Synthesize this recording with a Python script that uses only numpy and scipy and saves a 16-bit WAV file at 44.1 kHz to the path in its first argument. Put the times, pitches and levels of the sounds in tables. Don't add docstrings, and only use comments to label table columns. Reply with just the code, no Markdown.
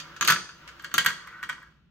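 import sys
import numpy as np
from scipy import signal
from scipy.fft import rfft, irfft
from scipy.io import wavfile

SR = 44100
rng = np.random.default_rng(int(sys.argv[2]) if len(sys.argv) > 2 else 0)


def log_audio(samples):
    frames = np.atleast_2d(samples).T
    limited = np.clip(frames, -1, 1)
    pcm = np.round(limited * 32767).astype(np.int16)
    wavfile.write(sys.argv[1], SR, pcm)


N = 83790
TIME = np.arange(N) / SR


def from_db(db):
    return 10 ** (np.asarray(db) / 20)


def rms_one(x):
    return x / np.sqrt(np.mean(x ** 2) + 1e-20)


def at_hz(points, hz):
    freqs, values = np.transpose(points)
    return np.interp(np.log(np.maximum(hz, 1)), np.log(freqs), values)


def dying(t60):
    return from_db(-60 * TIME / t60)


def convolve(x, response):
    return signal.fftconvolve(np.atleast_2d(x), response, axes=1)[:, :N]


# f/Hz, likeness (1 the same, -1 opposite)
LIKENESS = [(100, 0.92), (500, 0.66), (1400, -0.096), (3000, 0.058), (4800, -0.34), (6500, 0.63),
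            (9000, -0.69), (12000, 0.14)]
def noise(colour, likeness=LIKENESS):
    hz = np.arange(N // 2 + 1) * SR / N
    mid, side = rfft(rng.standard_normal((2, N)))
    alike = np.clip(at_hz(likeness, hz), -1, 1)
    left_right = np.sqrt(1 + alike) * mid + np.sqrt(1 - alike) * side * [[1], [-1]]
    return rms_one(irfft(from_db(at_hz(colour, hz)) * left_right, N))


def bursts(times, levels_db, colour, rise_s, t60):
    power = np.zeros(N)
    np.add.at(power, (np.array(times) * SR).astype(int), from_db(levels_db) ** 2)
    shape = np.minimum(TIME / rise_s, 1) * dying(t60)
    loudness = np.sqrt(np.abs(signal.fftconvolve(power, shape ** 2)[:N]))
    return loudness * noise(colour)


def thin(x):
    return signal.sosfilt(signal.butter(5, 1020, "high", fs=SR, output="sos"), x)


# t/s, part hit, ring level/dB, clack level/dB, tick level/dB
BLOWS = [(0.0, "chute", -31, -28, -56), (0.163, "chute", -29.5, -37, -61),
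         (0.2098, "tube", -15.5, -17, -32), (0.2237, "tube", -15, -21.5, -36.5),
         (0.248, "chute", -26, -20, -30), (0.275, "chute", -28, -11.5, -23),
         (0.2826, "chute", -10, -13, -23.5), (.292, "chute", -12.5, -28, -29),
         (0.3009, "chute", -7.5, -16.5, -24.5), (0.307, "chute", -13, -20, -22.5),
         (0.3213, "chute", -12.5, -18.5, -29.5), (0.334, "chute", -21, -47, -51),
         (0.361, "chute", -18.5, -33, -66), (0.489, "chute", -31.5, -42, -78),
         (0.6757, "bowl", -45, -35.5, -65), (0.687, "chute", -34, -42, -62),
         (0.795, "base", -35.5, -42, -64), (0.823, "bowl", -45.5, -62, -51.5),
         (0.8372, "base", -35, -48, -65), (0.8441, "base", -25.5, -32.5, -45),
         (0.9129, "base", -34, -42, -75), (.940, "tube", -15.5, -18, -26),
         (0.9806, "base", -10, -12, -20.5), (1.005, "base", -31.5, -28.5, -47.5),
         (1.022, "base", -34.5, -37.5, -59.5), (1.0464, "bowl", -21, -35, -32.5),
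         (1.0613, "base", -10.5, -17, -20), (1.084, "bowl", -23, -26.5, -41.5),
         (1.102, "base", -23, -31.5, -42), (1.272, "bowl", -34.5, -42.5, -53.5),
         (1.4277, "bowl", -26, -33, -47.5), (1.435, "base", -29, -36, -49.5),
         (1.49, "bowl", -27, -36.5, -48.5), (1.4948, "bowl", -21, -28, -45.5),
         (1.527, "base", -31, -42, -58), (1.578, "bowl", -37.5, -63.5, -80),
         (1.616, "bowl", -40, -61.5, -83), (1.628, "base", -36.5, -73.5, -64),
         (1.670, "base", -43, -71.5, -87)]
def marble_blows():
    times, _, ring_db, _, tick_db = zip(*BLOWS)
    rings = np.zeros((2, N + SR))
    for start_s, part, force_db, _, _ in BLOWS:
        ring = plastic_ring(part, force_db)
        start = int(start_s * SR)
        rings[:, start:start + ring.shape[1]] += from_db(1) * ring
    return rings[:, :N] + plastic_clacks(BLOWS) + glass_ticks(times, tick_db) + thumps(times, ring_db)


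RING_T60_S, LEFT_LEAD_S = .033, .00005
PART_TONES = {"tube": [(1190, -6), (1370, -7), (1630, -5.5), (2550, -10), (3080, -12.5), (4470, -13),
              (6100, -3), (6720, 0)], "chute": [(1032, -19), (1205, -15.5), (1338, -7), (1475, -4),
              (1710, -5), (2550, -12), (3300, -14), (4720, -10.5), (4975, -11.5), (6005, -9.5),
              (6495, -11.5)], "base": [(1160, -11.5), (1430, -4.5), (1600, 1), (1895, -6), (2185, -8),
              (3000, -13.5), (3290, -10), (4500, -7), (6280, -13.5)], "bowl": [(1020, -9), (1160, -7),
              (1280, -4), (1475, -1.5), (1765, -13.5), (1920, -1), (2250, -5.5), (3300, -7.5)]}
def plastic_ring(part, force_db, pitch=1):
    count = SR // 5
    tones, t = np.zeros((2, count)), TIME[:count]
    for hz, db in PART_TONES[part]:
        strength, phase, spread, detune = rng.standard_normal(4)
        hz = hz * pitch * (1 + .01 * detune)
        side_gap_rad = 2 * np.pi * hz * LEFT_LEAD_S + .35 * hz / 1500 * np.tanh(2 * spread)
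        side_phases = .5 * phase + side_gap_rad * np.array([[.5], [-.5]])
        blow_db = force_db * (1 + .2417 * np.log2(hz / 1500))
        tones += from_db(db + blow_db + strength) * np.sin(2 * np.pi * hz * t + side_phases)
    contact_s = .0003 * np.exp(-.0728 * force_db)
    fade_in = np.sin(np.pi / 2 * np.minimum(t / contact_s, 1)) ** 2
    return thin(tones * dying(RING_T60_S)[:count] * fade_in)


CLACK_COLOURS = {"tube": [(330, -6.5), (680, -15), (1200, -3), (3200, 1), (4500, -3), (5300, -13.5),
                 (6500, 2), (7500, -16), (12000, -26.5)], "chute": [(250, -12.5), (720, -12.5),
                 (1100, -3.5), (3300, 1.5), (4000, -1.5), (4900, 1.5), (5500, -7.5), (6500, -1),
                 (7700, -12.5), (12000, -24.5)], "base": [(720, -20.5), (1100, -10), (2400, -6.5),
                 (3100, 6.5), (3800, -5.5), (4500, -0.5), (5400, -10), (6600, -4.5), (7700, -12.5),
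                 (12000, -32)], "bowl": [(750, -20.5), (1200, -7.5), (2200, 7.5), (3400, -2), (4000, -3),
                 (9000, -12), (12000, -46.5)]}
def plastic_clacks(blows):
    clacks = 0
    for part, colour in CLACK_COLOURS.items():
        times, _, _, clack_db, _ = zip(*[blow for blow in blows if blow[1] == part])
        clacks = clacks + bursts(times, clack_db, colour, rise_s=.0017, t60=.064)
    bass_cut = signal.butter(2, 200, "high", fs=SR, output="sos")
    return from_db(-3.5) * signal.sosfilt(bass_cut, clacks)


# f/Hz, level/dB
TICK_COLOUR = [(5000, -16), (8700, 4.5), (10300, -16.5), (12200, 7.5), (14000, -4), (15200, -5),
               (16500, -20)]
def glass_ticks(times, tick_db):
    return from_db(3.5) * bursts(times, tick_db, TICK_COLOUR, rise_s=.00029, t60=.02)


# f/Hz, level/dB
THUMP_COLOUR = [(70, -40.5), (120, -7.5), (170, 4), (240, -11), (330, -12.5), (600, -12), (1000, -46)]
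def thumps(times, ring_db):
    thump_db = 1.25 * np.array(ring_db) - 30
    return bursts(times, thump_db, THUMP_COLOUR, rise_s=.006, t60=.26)


def bumps(per_s):
    sizes = from_db(3 * np.minimum(rng.exponential(1, N), 4))
    jolts = (rng.random(N) < per_s / SR) * rng.choice([-1, 1], N) * sizes
    swells_per_s, swell_db = 40, np.clip(4 * rng.standard_normal(N), -8, 8)
    return jolts * from_db(np.interp(TIME * swells_per_s, np.arange(N), swell_db))


# t/s, level/dB
ROLL_LOUDNESS = [(0, -51.5), (.2, -53), (.45, -63), (.62, -54.5), (1.2, -56.5), (1.6, -60.5), (1.72, -70),
                 (1.9, -83)]
# f/Hz, level/dB
HISS_COLOUR = [(300, -15), (750, -12), (3000, -7), (7000, -23), (10000, -43.5), (13000, -28.5)]
# f/Hz, level/dB
HUM_COLOUR = [(90, -23), (165, 1), (215, -20.5), (330, -5), (440, -21.5), (500, -8), (1000, -38)]
def rolling():
    rattle = 0
    for part in ("chute", "base", "bowl"):
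        for stretch in (-1, 0, 1):
            light_ring = plastic_ring(part, force_db=-41, pitch=.94 + .08 * stretch)
            rattle = rattle + convolve(bumps(per_s=220), light_ring)
    hiss = from_db(-4) * noise(HISS_COLOUR)
    hum = from_db(-7.5) * noise(HUM_COLOUR)
    loudness = from_db(np.interp(TIME, *np.transpose(ROLL_LOUDNESS)))
    return loudness * (rms_one(rattle) + hiss + hum)


# f/Hz, level/dB
HUSH_COLOUR = [(20, -22), (45, -3), (62, 10), (85, -6.5), (165, 2.5), (600, -26.5), (3200, -25),
               (8000, -54)]
def room_hush():
    return from_db(-62) * noise(HUSH_COLOUR)


# f/Hz, level/dB
ECHO_COLOUR = [(150, -2), (600, 0), (1400, -14), (3000, -10.5), (6500, -5), (9000, -11), (13000, -46)]
# f/Hz, t/s
ECHO_FADE = [(150, 0.33), (1300, 0.5), (6000, 0.52), (13000, 0.3)]
# f/Hz, likeness (1 the same)
ECHO_LIKENESS = [(600, 0.9), (1400, 0.63), (13000, .4)]
def room_echo(x):
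    edges_hz, wall_delay_s = np.geomspace(80, 18000, 12), .0045
    white, response = noise([(1, 0), (SR, 0)], likeness=ECHO_LIKENESS), 0
    for low, high in zip(edges_hz, edges_hz[1:]):
        hz = np.sqrt(low * high)
        band = signal.sosfiltfilt(signal.butter(2, [low, high], "band", fs=SR, output="sos"), white)
        tail = from_db(at_hz(ECHO_COLOUR, hz)) * rms_one(dying(at_hz(ECHO_FADE, hz)))
        early = from_db(-4) * rms_one(dying(t60=.16)) / np.hypot(1, (hz / 9000) ** 2)
        response = response + band * np.hypot(tail, early) / np.sqrt(N)
    return convolve(x, response * (TIME > wall_delay_s))


# t/s, level/dB, centre f/Hz
CIRCLING = [(1.1, -53, 1150), (1.25, -49.5, 1140), (1.3, -48, 1520), (1.43, -49, 1450)]
def bowl_whirr():
    times, level_db, centres_hz = np.transpose(CIRCLING)
    centre_hz, whirr = np.interp(TIME, times, centres_hz), 0
    for hz, db in PART_TONES["bowl"]:
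        tone = np.sin(2 * np.pi * hz * (TIME + [[LEFT_LEAD_S], [0]])) * dying(RING_T60_S)
        ringing = rms_one(convolve(bumps(per_s=2100), tone))
        octaves_away = np.abs(np.log2(hz / centre_hz))
        whirr = whirr + from_db(db - 16 * octaves_away) * ringing
    return thin(whirr) * np.interp(TIME, times, from_db(level_db), left=0, right=0)


def scene():
    track = marble_blows() + rolling() + bowl_whirr()
    return track + room_echo(track) + room_hush()


def record(dry):
    return signal.sosfilt(signal.cheby2(12, 70, 17200, fs=SR, output="sos"), dry)


dry = scene()
out = record(dry)
log_audio(out)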